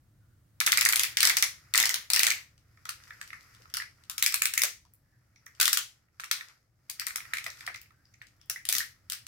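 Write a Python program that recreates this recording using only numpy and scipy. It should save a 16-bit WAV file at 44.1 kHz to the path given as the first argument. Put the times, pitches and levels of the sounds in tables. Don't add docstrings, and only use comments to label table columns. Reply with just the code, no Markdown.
import sys
import numpy as np
from scipy import signal
from scipy.fft import rfft, irfft, next_fast_len
from scipy.io import wavfile
from scipy.ndimage import uniform_filter1d

SR = 44100
rng = np.random.default_rng(int(sys.argv[2]) if len(sys.argv) > 2 else 0)


def elevation(decibels):
    levels = np.asarray(decibels, float)
    return 10 ** (levels / 20)


def to_wav(s):
    ch = np.atleast_2d(s).T
    pcm = np.round(np.clip(ch, -1, 1) * 32767)
    wavfile.write(sys.argv[1], SR, pcm.astype(np.int16))


N = 408807

# (frequency [Hz], density [dB per Hz])
AIR = [(12, -49.5), (20, -16), (116, 0), (146, -9), (262, -22), (301, -17.5), (434, -33), (513, -28.5),
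       (949, -35), (1090, -32.5), (1760, -33.5), (2600, -41.5), (16000, -42)]
# (time [s], level [dB])
RUMBLE = [(0, -63.5), (.85, -61.5), (2.2, -66), (3.3, -63.5), (5.6, -68.5), (6.5, -73), (7.3, -64.5),
          (8.2, -67), (9.27, -64.5)]
# (time [s], length [s], level [dB], pitch [Hz])
DRAGS = [
    (5.03, 0.27, -83, 1750),
    (7.905, 0.284, -78.5, 1580),
    (8.05, 0.068, -75, 5400),
    (8.2, 0.074, -72, 4300),
    (8.4, 0.14, -75, 3300),
    (5.358, .06, -74, 5700),
    (6.3, 0.15, -76.5, 3200),
    (4.1, 0.19, -60, 1300),
    (.2, 0.23, -84, 1450),
]
# (time [s], finger rub level [dB])
EFFORT = [(.55, -98), (.8, -63.5), (2.22, -73.5), (2.6, -84), (3.07, -63.5), (3.4, -66), (4.05, -75.5),
          (4.4, -71), (4.85, -90), (5.4, -81.5), (5.73, -66.5), (6.1, -89.5), (6.38, -55.5), (6.7, -92.5),
          (7.1, -62.5), (7.64, -61), (7.9, -81), (9.27, -80)]
# (frequency [Hz], density [dB per Hz])
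RUB_COLOUR = [(1470, -26.5), (2500, -9), (3360, -10), (5030, 7), (8940, -7), (12400, -1), (16000, -14.5)]

# (time [s], crack peak [dB], shell knock peak [dB])
LEG_OUT = [(.6023, -9, -15), (.663, -9, -24), (.6666, -11.5, -12.5), (.7196, -6.5, -9.5),
           (.7731, -5.5, -11), (.8099, -7, -15), (.8511, -5.5, -9.5), (.8881, -8, -20), (.9245, -10.5, -12),
           (.958, -7.5, -21), (.9946, -7, -24), (1.0337, -9, -20.5)]
LEG_IN = [(1.1699, -7, -21), (1.2048, -6.5, -27.5), (1.2293, -5, -14), (1.2517, -2.5, -26),
          (1.2722, -5.5, -19.5), (1.2957, -8, -12.5), (1.3685, -8, -17.5), (1.4242, -6, -13.5)]
LEG_BACK = [(1.738, -10, -12.5), (1.7553, -7.5, -25), (1.7763, -5, -15.5), (1.8, -8.5, -18),
            (1.8272, -10, -16), (1.8551, -9, -27), (1.8922, -9, -23.5), (1.9417, -11.5, -29),
            (2.1013, -11, -30), (2.1336, -7, -18), (2.1611, -8.5, -19), (2.1926, -4.5, -16.5),
            (2.232, -6, -21), (2.2673, -6.5, -18), (2.3035, -9, -16.5)]
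ARM = [(4.0975, -18.5, -41), (4.1802, -17, -37), (4.225, -6, -17), (4.262, -6.5, -21.5),
       (4.3228, -20.5, -29), (4.3419, -7.5, -20), (4.42, -10, -13), (4.4551, -8, -19), (4.5371, -17, -28.5),
       (4.5769, -9.5, -16), (4.6183, -8.5, -19), (4.635, -8.5, -43.5)]
HINGE = [(5.6, -9, -23), (5.6118, -4.5, -18.5), (5.6172, -12.5, -21.5), (5.6286, -12, -24.5),
         (5.6549, -7, -37), (5.6788, -10, -15.5), (5.7296, -6.5, -26.5), (5.7724, -9.5, -19)]
WING = [(6.8977, -22, -47), (6.9966, -17, -50), (7.067, -17.5, -50), (7.1584, -20, -45)]
SHOULDER = [(8.4978, -14.5, -27.5), (8.6526, -21.5, -37), (8.6884, -9, -32), (8.6971, -19, -32),
            (8.7253, -10, -40), (8.7348, -25, -30), (8.7506, -12.5, -29), (8.7644, -17, -38),
            (8.7825, -14.5, -47), (8.8035, -23.5, -44), (9.0989, -19, -42.5), (9.1205, -19.5, -45.5),
            (9.1317, -23, -56), (9.2664, -30.5, -66)]
# (teeth table, treble share [dB], left minus right [dB], shell pitch [Hz], knock lag [s])
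JOINTS = [
    (LEG_OUT, -13.5, 2, 2070, .008),
    (LEG_IN, -15.5, 2, 2040, .004),
    (LEG_BACK, -15, 3.6, 1970, .009),
    (ARM, -12.5, 5.5, 2240, -.001),
    (HINGE, -13, 5, 1380, -.001),
    (WING, -11, 8.9, 1920, 0.000946),
    (SHOULDER, -11.5, 4.2, 1966, -0.00078),
]
# (time [s], crack peak [dB])
LIFT = [(2.5782, -50.5), (2.772, -58), (2.8535, -32.5), (2.8915, -19.5), (2.9033, -44), (3.0372, -42),
        (3.077, -47), (3.2131, -31.5), (3.2274, -38), (3.2755, -39), (3.333, -43.5), (3.4083, -46),
        (3.539, -54), (3.5483, -45), (3.6202, -45), (3.6995, -44.5), (3.7393, -17.5), (3.7461, -26),
        (3.769, -17.5), (4.0366, -45)]
# (time [s], crack peak [dB])
TURN = [(4.851, -53.5), (4.946, -70), (5.3589, -54), (5.5495, -50.5), (6.198, -33.5), (6.203, -30.5),
        (6.2417, -29), (6.3128, -12), (6.4848, -41), (7.2506, -58), (7.3368, -22), (7.3703, -26),
        (7.3828, -28.5), (7.4415, -27.5), (7.4651, -27.5), (7.503, -34), (7.5714, -44), (7.593, -46),
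        (7.6068, -36), (7.6649, -27), (7.743, -35.5), (7.7592, -34.5), (7.815, -43.5), (8.0543, -61),
        (8.1381, -55.5), (8.221, -46), (8.2684, -48), (8.4136, -48.5)]
# (time [s], crack peak [dB])
NAILS = [
    (4.936, -46.5),
    (5.4607, -41),
    (6.236, -43),
    (7.8143, -37),
    (8.4579, -56),
    (8.7083, -31),
]
# (frequency [Hz], density [dB per Hz])
SNAP_COLOUR = [(150, -60.5), (250, -37.5), (691, -30), (1300, -12), (2400, -6), (3230, -5), (4280, -3.5),
               (4670, -2), (12700, 1.5), (15400, 0.5), (16500, -24.5)]
# (frequency [Hz], sharpness [Q], level [dB])
LOOSE_PARTS = [(1310, 9.2, -10.5), (1960, 5.2, -3), (3900., 12, -14.5), (5830, 4.6, -14.5),
               (12000., 4.1, -16.5)]

# (time [s], peak [dB], ring [Hz])
KNOCKS = [(2.855, -33, 1390), (2.889, -30.5, 1500), (3.106, -31.5, 1770), (3.213, -26.5, 1780),
          (3.3036, -33.5, 2160), (3.33, -29.5, 2080), (3.7465, -31, 1410), (3.771, -27, 1370),
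          (3.8, -26, 1900), (3.8203, -27.5, 1910), (5.465, -38.5, 1880), (5.5823, -59, 2254),
          (6.1975, -27.5, 1640), (6.3117, -18, 1880), (6.409, -28, 1880), (6.8944, -41, 1950),
          (6.9922, -43, 2000), (7.017, -26, 1910), (7.0716, -25, 1960), (7.1573, -27, 1960),
          (7.182, -30.5, 1370), (7.2035, -32, 2000), (7.2521, -37.5, 1930), (7.3345, -16.5, 1840),
          (7.3689, -23.5, 2120), (7.4629, -22.5, 2050), (7.608, -33, 1870), (7.676, -21, 1950),
          (8.2157, -34.5, 1900), (8.5598, -29, 1920)]
# (time [s], peak [dB], ring [Hz])
TICKS = [
    (5.36, -58, 5720),
    (5.464, -39.5, 6050),
    (7.5009, -34, 5650),
    (8.0536, -52.5, 4960),
    (8.1404, -51, 5900),
    (8.22, -63, 4330),
    (8.413, -49.5, 5390),
]
# (time [s], peak [dB], ring [Hz])
MORE_KNOCKS = [(2.773, -51, 1800), (4.85, -58.5, 940), (5.36, -53, 2200), (6.236, -27.5, 2060),
               (7.106, -28.5, 1940), (7.384, -24.5, 2200), (7.746, -30, 2010), (7.906, -51.5, 1300),
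               (8.142, -50, 2200), (8.8038, -23, 1830), (11, -26.5, 1350), (6.085, -62, 1900), (7.858, -52, 2130),
               (3.655, -44.5, 1250)]
# (time [s], peak [dB], ring [Hz])
BUMPS = [
    (3.599, -58, 495),
    (4.636, -38, 610),
    (6.31, -53, 675),
    (7.333, -52.5, 660),
    (7.464, -45.5, 650),
    (8.688, -43.5, 690),
    (8.5, -51, 664),
    (7.676, -43, 700),
    (8.75, -53, 260),
]
# (frequency [Hz], level [dB])
NEIGHBOURS = [(1310, -9.5), (1900, -8.5), (2320, -11), (3750, -18)]

# (frequency [Hz], T60 [s], level [dB])
ROOM = [(300, 0.34, -8.5), (1000, 0.12, -11.5), (2000, .25, -11), (5000, 0.28, -14.5), (15800, 0.22, -17.5)]
# (delay [s], level [dB])
ECHOES = [(.0092, -10), (.016, -13.5)]

LIFT_PAN_DB, TURN_PAN_DB, NAIL_PAN_DB, PAN_SCATTER_DB = 1.5, 5, 4.5, 1.26
TREBLE_DB, NAIL_TREBLE_DB, DULLING = -13.5, 5.5, .15
KNOCK_ROOM_SHARE = 0.6


def unit(x):
    return x / np.sqrt(np.mean(x ** 2))


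def colour(table, hz):
    f, db = np.transpose(table)
    return elevation(np.interp(np.log(np.maximum(hz, 1)), np.log(f), db))


def noise(table, bass_alike_hz):
    size = next_fast_len(N)
    hz = np.arange(size // 2 + 1) * SR / size
    mid, side = rfft(rng.standard_normal((2, size)))
    side = side * hz / (hz + bass_alike_hz)
    ports = np.array([mid + side, mid - side])
    return unit(irfft(colour(table, hz) * ports, size)[:, :N])


def grains(rate, spread_db):
    hits = rng.random(N) < rate / SR
    size_db = spread_db * np.minimum(rng.exponential(size=N), 4)
    x = hits * rng.standard_normal(N) * elevation(size_db)
    return x / (np.std(x) + 1e-12)


def air():
    gain_db = np.interp(np.arange(N) / SR, *np.transpose(RUMBLE))
    return elevation(gain_db) * noise(AIR, 500.)


def drags():
    t, out = np.arange(N) / SR, 0
    for start, length, db, hz in DRAGS:
        fade = (t > start) * np.clip(1 - (t - start) / length, 0, 1) ** .6
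        ring = signal.iirpeak(hz, 9.9, fs=SR)
        whisper = signal.lfilter(*ring, signal.lfilter(*ring, grains(900, 3.6)))
        out = out + elevation(db) * fade * unit(whisper)
    pan_db = -2
    return out * elevation(np.array([[pan_db], [-pan_db]]) / 2)


def hand_gains():
    rub_db = np.minimum(np.interp(np.arange(N) / SR, *np.transpose(EFFORT)), -50)
    shuffle_db = -71 + 0.32 * (rub_db + 55.5)
    return elevation(rub_db), elevation(shuffle_db)


def hands():
    rub_gain, shuffle_gain = hand_gains()
    ticks = signal.lfilter(*signal.iirpeak(1800., 1.5, fs=SR), grains(700, 2.5))
    low, middle, high = [signal.lfilter(*signal.iirpeak(hz, 6.0, fs=SR), ticks)
                         for hz in (1350., 1850., 2200.)]
    rattle = np.array([1.2 * low + middle + high, 2.6 * low + middle - 0.72 * high])
    grit = 1 + 6.0 * np.abs(uniform_filter1d(np.abs(grains(200, 2.0)), size=200))
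    rub = noise(RUB_COLOUR + [(16800, -57)], 260.0) * grit
    cloth_band = signal.butter(2, (200., 800.), "band", fs=SR, output="sos")
    shuffle = unit(signal.sosfilt(cloth_band, rng.standard_normal(N)))
    return rub_gain * (unit(rattle) + unit(rub)) + shuffle_gain * elevation(-9) * shuffle


def strike(at, peak_db, pan_db, gains, t60, rise, size=1024):
    t = np.arange(size) / SR
    hz = np.arange(size // 2 + 1) * SR / size
    shape = (1 - np.exp(-t / rise)) ** 2 * np.exp(-np.log(1000) * t / t60)
    contact = rng.standard_normal((len(at), 2, size)) * shape
    mid, side = rfft(contact).transpose(1, 0, 2)
    side = side * hz / (hz + 390.0)
    cepstrum = irfft(np.log(gains(np.maximum(hz, 60)) + 1e-4), size)
    fold = np.r_[1, np.full(size // 2 - 1, 2), 1, np.zeros(size // 2 - 1)]
    causal = np.exp(rfft(cepstrum * fold))
    bursts = irfft(causal[:, None] * np.stack([mid + side, mid - side], axis=1), size)
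    bursts = bursts / (np.abs(bursts).max(axis=2, keepdims=True) + 1e-12)
    out = np.zeros((2, N + size))
    for k, burst in enumerate(bursts):
        i = int(np.clip(at[k] * SR, 0, N - 1))
        gain = elevation(peak_db[k] + np.array([[pan_db[k]], [-pan_db[k]]]) / 2)
        out[:, i:i + size] += gain * burst
    return out[:, :N]


def cracks():
    groups = [joint[:3] for joint in JOINTS]
    groups += [(LIFT, TREBLE_DB, LIFT_PAN_DB), (TURN, TREBLE_DB, TURN_PAN_DB),
               (NAILS, NAIL_TREBLE_DB, NAIL_PAN_DB)]
    rows = []
    for table, treble_db, pan_db in groups:
        for s, db, *_ in table:
            rows.append((s, db, treble_db + DULLING * (db + 10), pan_db))
    at, db, treble_db, pan_db = np.transpose(rows)
    return at, db, treble_db, pan_db + PAN_SCATTER_DB * rng.standard_normal(len(at))


def chatter(at, db, big_joint):
    shake = np.zeros(N)
    start = np.minimum((at * SR).astype(int) + 220, N - 1)
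    shake[start] = elevation(db + np.where(big_joint, -1, -9))
    shake = signal.lfilter([1], [1, -np.exp(-1 / (0.044 * SR))], shake)
    ticks = np.array([grains(700, 2.0), grains(700, 2.0)]) * shake
    return sum(elevation(part_db) * signal.lfilter(*signal.iirpeak(hz, q, fs=SR), ticks)
               for hz, q, part_db in LOOSE_PARTS)


def snaps():
    at, db, treble_db, pan_db = cracks()
    ripple = rng.standard_normal((len(at), 24))
    big_joint = at < 2.4

    def gains(hz):
        bands_hz = np.linspace(1000, 16000, 24)
        own_db = 2.0 * np.array([np.interp(hz, bands_hz, r) for r in ripple])
        own_db += np.where(big_joint, 4.0, -3.0)[:, None] * (hz < 1000)
        treble_octaves = np.clip(np.log2(hz / 5000), 0, 1.3)
        own_db += 1.38 * (treble_db[:, None] + 8.5) * treble_octaves
        return colour(SNAP_COLOUR, hz) * elevation(own_db)

    crack = strike(at, db + 0.5, pan_db, gains, t60=0.015, rise=.0003)
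    return crack + elevation(-19.5) * chatter(at, db, big_joint)


def shells():
    rows = []
    for teeth, *_, hz, lag in JOINTS:
        for s, _, db in teeth:
            rows.append((s + lag, db, hz * (1 + 0.046 * rng.standard_normal())))
    return rows


def knocks():
    at, db, ring_hz = np.transpose(shells() + KNOCKS + TICKS + MORE_KNOCKS + BUMPS)
    is_shell = ((ring_hz > 1000) & (ring_hz < 3000))[:, None]

    def ring(hz, centre_hz):
        return 1 / (1 + (6.5 * (hz / centre_hz - centre_hz / hz)) ** 2)

    def gains(hz):
        along = sum(elevation(share_db) * ring(hz, centre_hz) for centre_hz, share_db in NEIGHBOURS)
        return ring(hz, ring_hz[:, None]) + is_shell * along + elevation(-39)

    return strike(at, db + 0.67, np.full_like(at, -2.5), gains, t60=.012, rise=0.00028)


def wall_echoes(x):
    walls = np.zeros((2, 1024))
    for delay, echo_db in ECHOES:
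        i = int(delay * SR)
        smear = rng.standard_normal((2, 24)) * np.exp(-np.arange(24) / 4) / 1.5
        walls[:, i:i + 24] += elevation(echo_db) * smear
    return np.array([signal.oaconvolve(x.mean(axis=0), wall)[:N] for wall in walls])


def diffuse_tail(x, size=256):
    hop = size // 2
    stft = dict(nperseg=size, noverlap=size - hop)
    hz, _, source = signal.stft(x.mean(axis=0), SR, **stft)
    field = signal.stft(rng.standard_normal((2, N)), SR, **stft)[2]
    field = field / np.sqrt(np.mean(np.abs(field) ** 2))
    hz = np.maximum(hz, 50)
    alike = 120.0 / (hz[:, None] + 88.0)
    field[1] = (field[1] + alike * field[0]) / np.sqrt(1 + alike ** 2)
    blur = np.exp(-(np.log2(hz[:, None] / hz) / .1) ** 2)
    energy = ((blur / blur.sum(axis=1, keepdims=True)) @ np.abs(source) ** 2).T
    f, t60, db = np.transpose(ROOM)
    band_t60 = np.interp(np.log(hz), np.log(f), t60)
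    keep = np.exp(-2 * np.log(1000) * hop / (band_t60 * SR))
    for k in range(1, len(energy)):
        energy[k] = keep * energy[k - 1] + (1 - keep) * energy[k]
    band_gain = elevation(13 + np.interp(np.log(hz), np.log(f), db))[:, None]
    tail = signal.istft(band_gain * np.sqrt(np.abs(energy.T)) * field, SR, **stft)[1]
    tail = np.pad(tail, ((0, 0), (size, 0)))[:, :N]
    tail[0] *= elevation(2.0)
    return tail


def room(x):
    return x + diffuse_tail(x) + wall_echoes(x)


def scene():
    floor = air()
    handling = drags() + hands()
    hollow = knocks()
    wet = room(snaps() + KNOCK_ROOM_SHARE * hollow + handling)
    return wet + (1 - KNOCK_ROOM_SHARE) * hollow + floor


def band_limit(x):
    return signal.sosfilt(signal.butter(12, 17000, fs=SR, output="sos"), x)


def record(dry):
    rounded = np.tanh(dry)
    top_cut = signal.ellip(8, .2, 70, 16300, fs=SR, output="sos")
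    return band_limit(signal.sosfilt(top_cut, rounded))


dry = scene()
out = record(dry)
to_wav(out)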